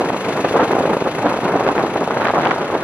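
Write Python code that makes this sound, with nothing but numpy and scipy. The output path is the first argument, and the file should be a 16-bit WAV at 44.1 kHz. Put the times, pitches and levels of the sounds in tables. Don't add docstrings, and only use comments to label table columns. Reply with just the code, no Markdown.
import sys
import numpy as np
from scipy import signal
from scipy.fft import rfft, irfft
from scipy.io import wavfile
from scipy.ndimage import uniform_filter1d, minimum_filter1d

SR = 44100
rng = np.random.default_rng(int(sys.argv[2]) if len(sys.argv) > 2 else 0)


def wav_out(sig):
    wavfile.write(sys.argv[1], SR, np.round(np.clip(np.atleast_2d(sig).T, -1, 1) * 32767).astype(np.int16))


N = 124803


def undb(db):
    return 10 ** (np.asarray(db) / 20)


def curve(table, col=1):
    rows = np.array(table, float)
    return np.interp(np.arange(N) / SR, rows[:, 0], rows[:, col])


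def over_hz(table, col=1):
    rows = np.array(table, float)
    return np.interp(np.log(np.fft.rfftfreq(N, 1 / SR) + 1), np.log(rows[:, 0]), rows[:, col])


def unit(x):
    return x / np.sqrt(np.mean(x ** 2))


def walk(rate_hz):
    hold = int(SR / rate_hz)
    steps = np.repeat(rng.standard_normal(N // hold + 1), hold)
    smooth = uniform_filter1d(uniform_filter1d(steps, hold), hold)[:N]
    return smooth / smooth.std()


def flutter_walk(rate_hz):
    quick = walk(rate_hz)
    return unit(quick - uniform_filter1d(quick, int(3 * SR / rate_hz)))


def octaves(spectrum):
    octave = np.log2((np.fft.rfftfreq(N, 1 / SR) + 1) / 500).clip(-3, 4)
    return [(k, irfft(spectrum * np.clip(1 - abs(octave - k), 0, 1), N)) for k in range(-3, 5)]


def turbulence(hits, eddy_db):
    eddies = unit(hits * rng.choice([-1, 1], N))
    return rfft(rng.standard_normal(N) + undb(eddy_db) * eddies)


# t/s, level/dB, level of the ports' difference against it/dB
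WIND_GUSTS = [(0.0, -15.5, -16), (0.086, -21, -18), (0.104, -19, -4), (0.112, -36, -14), (0.124, -19, -15),
              (0.208, -35, -19), (0.292, -15.5, -20), (0.322, -26, -13), (0.402, -15.5, -19),
              (0.432, -46.5, -18), (0.448, -9, -12), (0.48, -30, -19), (0.53, -21, -16), (0.562, -8, -14),
              (0.58, -14, -16), (0.604, -5.5, -14.5), (0.636, -13.5, -14), (0.674, -27, -22),
              (0.7, -19, -14), (0.71, -12.5, -16), (0.728, -17, -13.5), (0.858, -16, -14),
              (0.864, -20, -26), (0.888, -15.5, -20), (0.94, -12, -15), (0.958, -23, -17),
              (0.968, -22, -19), (0.996, -27, -14), (1.024, -16, -14), (1.032, -34.5, -13),
              (1.064, -12.5, -14), (1.122, -31, -22), (1.186, -18.5, -18), (1.236, -24.5, -18),
              (1.264, -7.5, -15), (1.284, -16.5, -16), (1.312, -20, -13), (1.33, -20.5, -14),
              (1.392, -23.5, -24), (1.398, -56, -14), (1.42, -24.5, -10), (1.44, -17, -17.5),
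              (1.56, -13.5, -15.5), (1.566, -18.5, -14), (1.64, -19.5, -16), (1.652, -13, -16),
              (1.73, -19.5, -11), (1.742, -41, -22), (1.752, -16, -15), (1.83, -15.5, -15),
              (1.946, -27.5, -14), (1.962, -12, -17), (2.0, -26, -15), (2.012, -14, -18), (2.062, -29, -15),
              (2.074, -20.5, -13), (2.098, -25.5, -21), (2.108, -19, -13), (2.224, -20, -14.5),
              (2.264, -14, -15), (2.31, -17, -17), (2.33, -30, -12), (2.338, -18, -14), (2.442, -17, -13.5),
              (2.472, -11, -19), (2.492, -22, -12), (2.51, -10, -21), (2.522, -19.5, -14),
              (2.554, -22, -13), (2.658, -24, -14), (2.67, -26.5, -12), (2.764, -19, -19),
              (2.778, -29, -12), (2.83, -22, -10)]
# t/s, level per octave/dB
WIND_TILT = [(0, -3.5), (.3, -3), (.59, 0), (.9, -3), (1.1, -2.8), (1.28, 0.8), (1.5, -0.5), (1.7, -0.5),
             (2, -1.8), (2.27, 2.5), (2.38, 1.5), (2.5, 2), (2.6, 1.6), (2.83, 0.4)]
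# f/Hz, level/dB
WIND_SUM_COLOUR = [(20, -28.5), (60, -12), (160, -2), (360, 1.5), (600, -0.5), (1000, -4), (1600, -12),
                   (2500, -26.5), (4000, -36), (8000, -100.5)]
# f/Hz, level/dB
WIND_DIFF_COLOUR = [(100, -58.5), (250, -34), (400, -8.5), (650, -3), (1050, 1), (1700, -2), (2600, -13),
                    (4000, -18), (7000, -32.5), (12000, -72)]
WIND_LIKENESS = 0.1
EDDIES_PER_S, EDDY_SPREAD_DB = 450, 3
EDDY_DB, DIFF_EDDY_DB = 3, 9
FLUTTER_DB, FLICKER_DB = 1.5, 1.63
TREBLE_PER_GUST_DB = -0.0313
BASS_STEADY = 0.21


def wind():
    gust_db = curve(WIND_GUSTS)
    eddy_size = undb(EDDY_SPREAD_DB * rng.exponential(size=N).clip(0, 2.5))
    hits = (rng.random(N) < EDDIES_PER_S / SR) * eddy_size
    first, second = turbulence(hits, EDDY_DB), turbulence(hits, DIFF_EDDY_DB)
    mixed = 1j * WIND_LIKENESS * first + np.sqrt(1 - WIND_LIKENESS ** 2) * second
    pair = np.array([first * undb(over_hz(WIND_SUM_COLOUR)), mixed * undb(over_hz(WIND_DIFF_COLOUR))])
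    pair /= np.sqrt(2 * np.sum(abs(pair) ** 2, axis=1, keepdims=True)) / N

    flutter_db = FLUTTER_DB * flutter_walk(130)
    swing_db = gust_db - gust_db.mean() + flutter_db
    treble_slope_db = TREBLE_PER_GUST_DB * swing_db + curve(WIND_TILT)
    bass_slope_db = BASS_STEADY * swing_db
    out = np.zeros((2, N))
    for k, band in octaves(pair):
        slope_db = treble_slope_db if k > 0 else bass_slope_db
        out += band * undb(k * slope_db + FLICKER_DB * flutter_walk(29.86))
    diff_db = np.array([np.zeros(N), curve(WIND_GUSTS, col=2)])
    return out * undb(gust_db + flutter_db + diff_db)


# t/s, firings per second/Hz
FIRING_RATE = [(0.0, 25.29), (0.4, 24.98), (0.81, 27.52), (1.21, 27.93), (1.62, 25.1), (2.02, 29.21),
               (2.43, 29.6), (2.83, 31.71)]
# t/s, level/dB
ENGINE_LOAD = [(0, 1), (.5, 3.5), (1, 1), (1.5, 0.5), (2.2, 0), (2.83, -1.5)]
# f/Hz, level/dB
ENGINE_SUM_COLOUR = [(60, -40), (150, -26.5), (500, -25.5), (1200, -32), (1900, -37.5), (2600, -41),
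                     (3200, -48), (4200, -49.5), (5000, -56), (6600, -57.5), (7600, -63.5), (10000, -71),
                     (16000, -110)]
# f/Hz, level/dB
ENGINE_DIFF_COLOUR = [(200, -65.5), (500, -53.5), (1000, -51.5), (1950, -46.5), (2200, -41), (2900, -43.5),
                      (4200, -47), (5200, -52.5), (7000, -51), (8500, -54), (10500, -45), (13000, -63),
                      (16000, -55)]
# f/Hz, width/Hz, lift/dB
CASING_RINGS = [(2125, 50, 5.5), (2608, 150, 4), (3310, 150, 3), (7670, 260, -11), (10200, 580, -7)]
# f/Hz, phase/rad, likeness/0-1
PORT_LIKENESS = [(1500, -0.69, .3), (2100, 0.1, 0.96), (2500, -0.62, 0.7), (3600, -1.5, .75),
                 (4500, -1.63, .8), (9000, -1.7, .7)]
ENGINE_DB = 14
FIRST_TURN = -0.24
PUFF_LEAD = 0.37
PUFF_RISE, PUFF_FALL = 0.096, 0.36
PUFF_DEPTH_DB, WEAK_DB, SCATTER_DB = 6, 0.27, .5
LOW_PUFF_SHARE = 0.4
PATCHY_DB = 0.8


def engine():
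    turns = FIRST_TURN + PUFF_LEAD + 1 + np.cumsum(curve(FIRING_RATE)) / SR
    count = turns.astype(int)
    late = turns % 1 - PUFF_LEAD
    size_db = WEAK_DB * (count % 2) + SCATTER_DB * rng.standard_normal(200)[count]
    shape = np.exp(-(late / np.where(late < 0, PUFF_RISE, PUFF_FALL)) ** 2)
    puff_db = uniform_filter1d(size_db, size=100) + PUFF_DEPTH_DB * (shape - .5)

    near, spread = rfft(rng.standard_normal((2, N)))
    hz = np.fft.rfftfreq(N, 1 / SR)
    rings_db = sum(db / (1 + (2 * (hz - f) / width) ** 2) for f, width, db in CASING_RINGS)
    like = np.clip(over_hz(PORT_LIKENESS, col=2), 0, 1)
    shared = like * near * np.exp(1j * over_hz(PORT_LIKENESS))
    diff = shared + np.sqrt(1 - like ** 2) * spread
    pair = np.array([near * undb(over_hz(ENGINE_SUM_COLOUR)), diff * undb(over_hz(ENGINE_DIFF_COLOUR))])
    pair = pair * undb(rings_db + ENGINE_DB)

    out = np.zeros((2, N))
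    for k, band in octaves(pair):
        share = 1 if k > 1 else LOW_PUFF_SHARE
        out += band * undb(puff_db * share + PATCHY_DB * flutter_walk(30.02))
    return undb(curve(ENGINE_LOAD)) * out


# t/s, peak level/dB, f/Hz
DEEP_THUD = (1.682, -24, 63)
# t/s, peak level/dB, f/Hz
WIND_POPS = [(0.1033, -1, 676), (0.1332, -9.5, 625), (0.1641, -8.5, 614), (0.3756, -7.5, 800),
             (0.449, -14.5, 527), (0.5121, -6.6, 473), (0.5575, -6, 565), (0.5972, 4, 780),
             (0.696, -5.5, 634), (0.7101, 0, 750), (0.7528, -2, 580), (0.7678, -5, 610), (0.7856, -4, 596),
             (0.8074, 2, 530), (0.939, -23, 640), (0.9687, -4, 560), (1.0229, -6, 540), (1.0782, -8, 760),
             (1.2327, -7.0, 750), (1.2433, -6.5, 620), (1.2609, 1, 570), (1.324, -3.4, 710),
             (1.3415, -6.5, 540), (1.368, -6.5, 550), (1.3899, -4.5, 550), (1.541, -7, 620),
             (1.5588, 3, 560), (1.6081, -2, 556), (1.68, -11, 770), (1.6893, -0.5, 600),
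             (1.7079, -8.5, 570), (1.7275, -9, 560), (1.7866, -3, 750), (1.8386, -2.5, 510),
             (1.8485, -8.5, 770), (1.869, -9, 970), (1.961, -2, 710), (2.077, -2, 624), (2.1086, -3.5, 850),
             (2.1723, -4, 1140), (2.2376, -12, 700), (2.2547, -1.5, 1330), (2.3055, 3, 776),
             (2.3382, -0.5, 655), (2.3604, -5.2, 754), (2.3833, 1, 690), (2.5139, 4, 1140),
             (2.5315, -13, 840), (2.5631, -6.0, 690), (2.6165, -7, 850), (2.6255, -13, 690),
             (2.7019, -6.5, 790)]
POP_RISE, POP_CYCLES = 0.29, 0.61
POP_DIFF_PITCH, POP_DIFF_DB = 1.6, -20.5


def pops():
    out, t = np.zeros((2, N + 4000)), np.arange(-2000, 2000) / SR
    events = list(WIND_POPS) + [DEEP_THUD]
    for (s, db, hz), sign in zip(events, rng.choice([-1, 1], len(events))):
        turns = t * hz * np.array([[1], [POP_DIFF_PITCH]])
        swell = np.exp(-(turns / np.where(turns < 0, POP_RISE, POP_CYCLES)) ** 2)
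        jolt = np.cos(2 * np.pi * turns) * swell
        start = int(s * SR)
        out[:, start:start + 4000] += sign * undb(db + np.array([[0], [POP_DIFF_DB]])) * jolt
    return out[:, 2000:N + 2000]


# t/s, peak level/dB, f/Hz, difference against the sum/dB
WIND_CRACKLES = [(1.666, -16.5, 2300, 3), (1.688, -15.5, 2180, 5), (1.78, -14, 2000, 2),
                 (2.254, -12, 1700, -1), (2.272, -14.5, 2400, 2), (2.3, -26, 2220, -4),
                 (2.404, -24.5, 3500, -9), (2.454, -11.5, 2600, 2), (2.472, -11, 2200, 1.5),
                 (2.5096, -8.5, 1710, 1), (2.5155, -5.5, 1500, -5)]
CRACKLE_WIDTH, CRACKLE_TOP = 1.6, 1.16
CRACKLE_T60_S = 0.0088


def crackles():
    out, t = np.zeros((2, N + 2000)), np.arange(2000) / SR
    chance = rng.standard_normal((len(WIND_CRACKLES), 2, 2000))
    soften = signal.butter(4, 6500, fs=SR, output="sos")
    for (s, db, hz, diff_db), noise in zip(WIND_CRACKLES, chance):
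        band = signal.butter(2, [hz / CRACKLE_WIDTH, hz * CRACKLE_TOP], "band", fs=SR, output="sos")
        crackle = signal.sosfilt(band, noise * undb(-60 * t / CRACKLE_T60_S))
        crackle = signal.sosfilt(soften, crackle)
        crackle /= abs(crackle).max(axis=1, keepdims=True)
        start = int(s * SR)
        out[:, start:start + 2000] += crackle * undb(db + np.array([[0], [diff_db]]))
    return out[:, :N]


def scene():
    both, diff = wind() + engine() + pops() + crackles()
    return np.array([both + diff, both - diff])


LIMIT_LEVEL = 0.92
LOW_CUT_HZ, DIFF_LOW_CUT_HZ, TOP_HZ = 130, 430, 14300


def record(dry):
    peak = -minimum_filter1d(-abs(dry).max(axis=0), size=131)
    gain = uniform_filter1d(LIMIT_LEVEL / np.maximum(peak, LIMIT_LEVEL), size=131)
    left, right = dry * gain
    low_cut = signal.butter(1, LOW_CUT_HZ, "high", fs=SR, output="sos")
    diff_low_cut = signal.butter(4, DIFF_LOW_CUT_HZ, "high", fs=SR, output="sos")
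    both = signal.sosfilt(low_cut, left + right) / 2
    diff = signal.sosfilt(diff_low_cut, left - right) / 2
    pair = np.clip([both + diff, both - diff], -1, 1)
    return signal.sosfilt(signal.ellip(8, .2, 70, TOP_HZ, fs=SR, output="sos"), pair)


dry = scene()
out = record(dry)
wav_out(out)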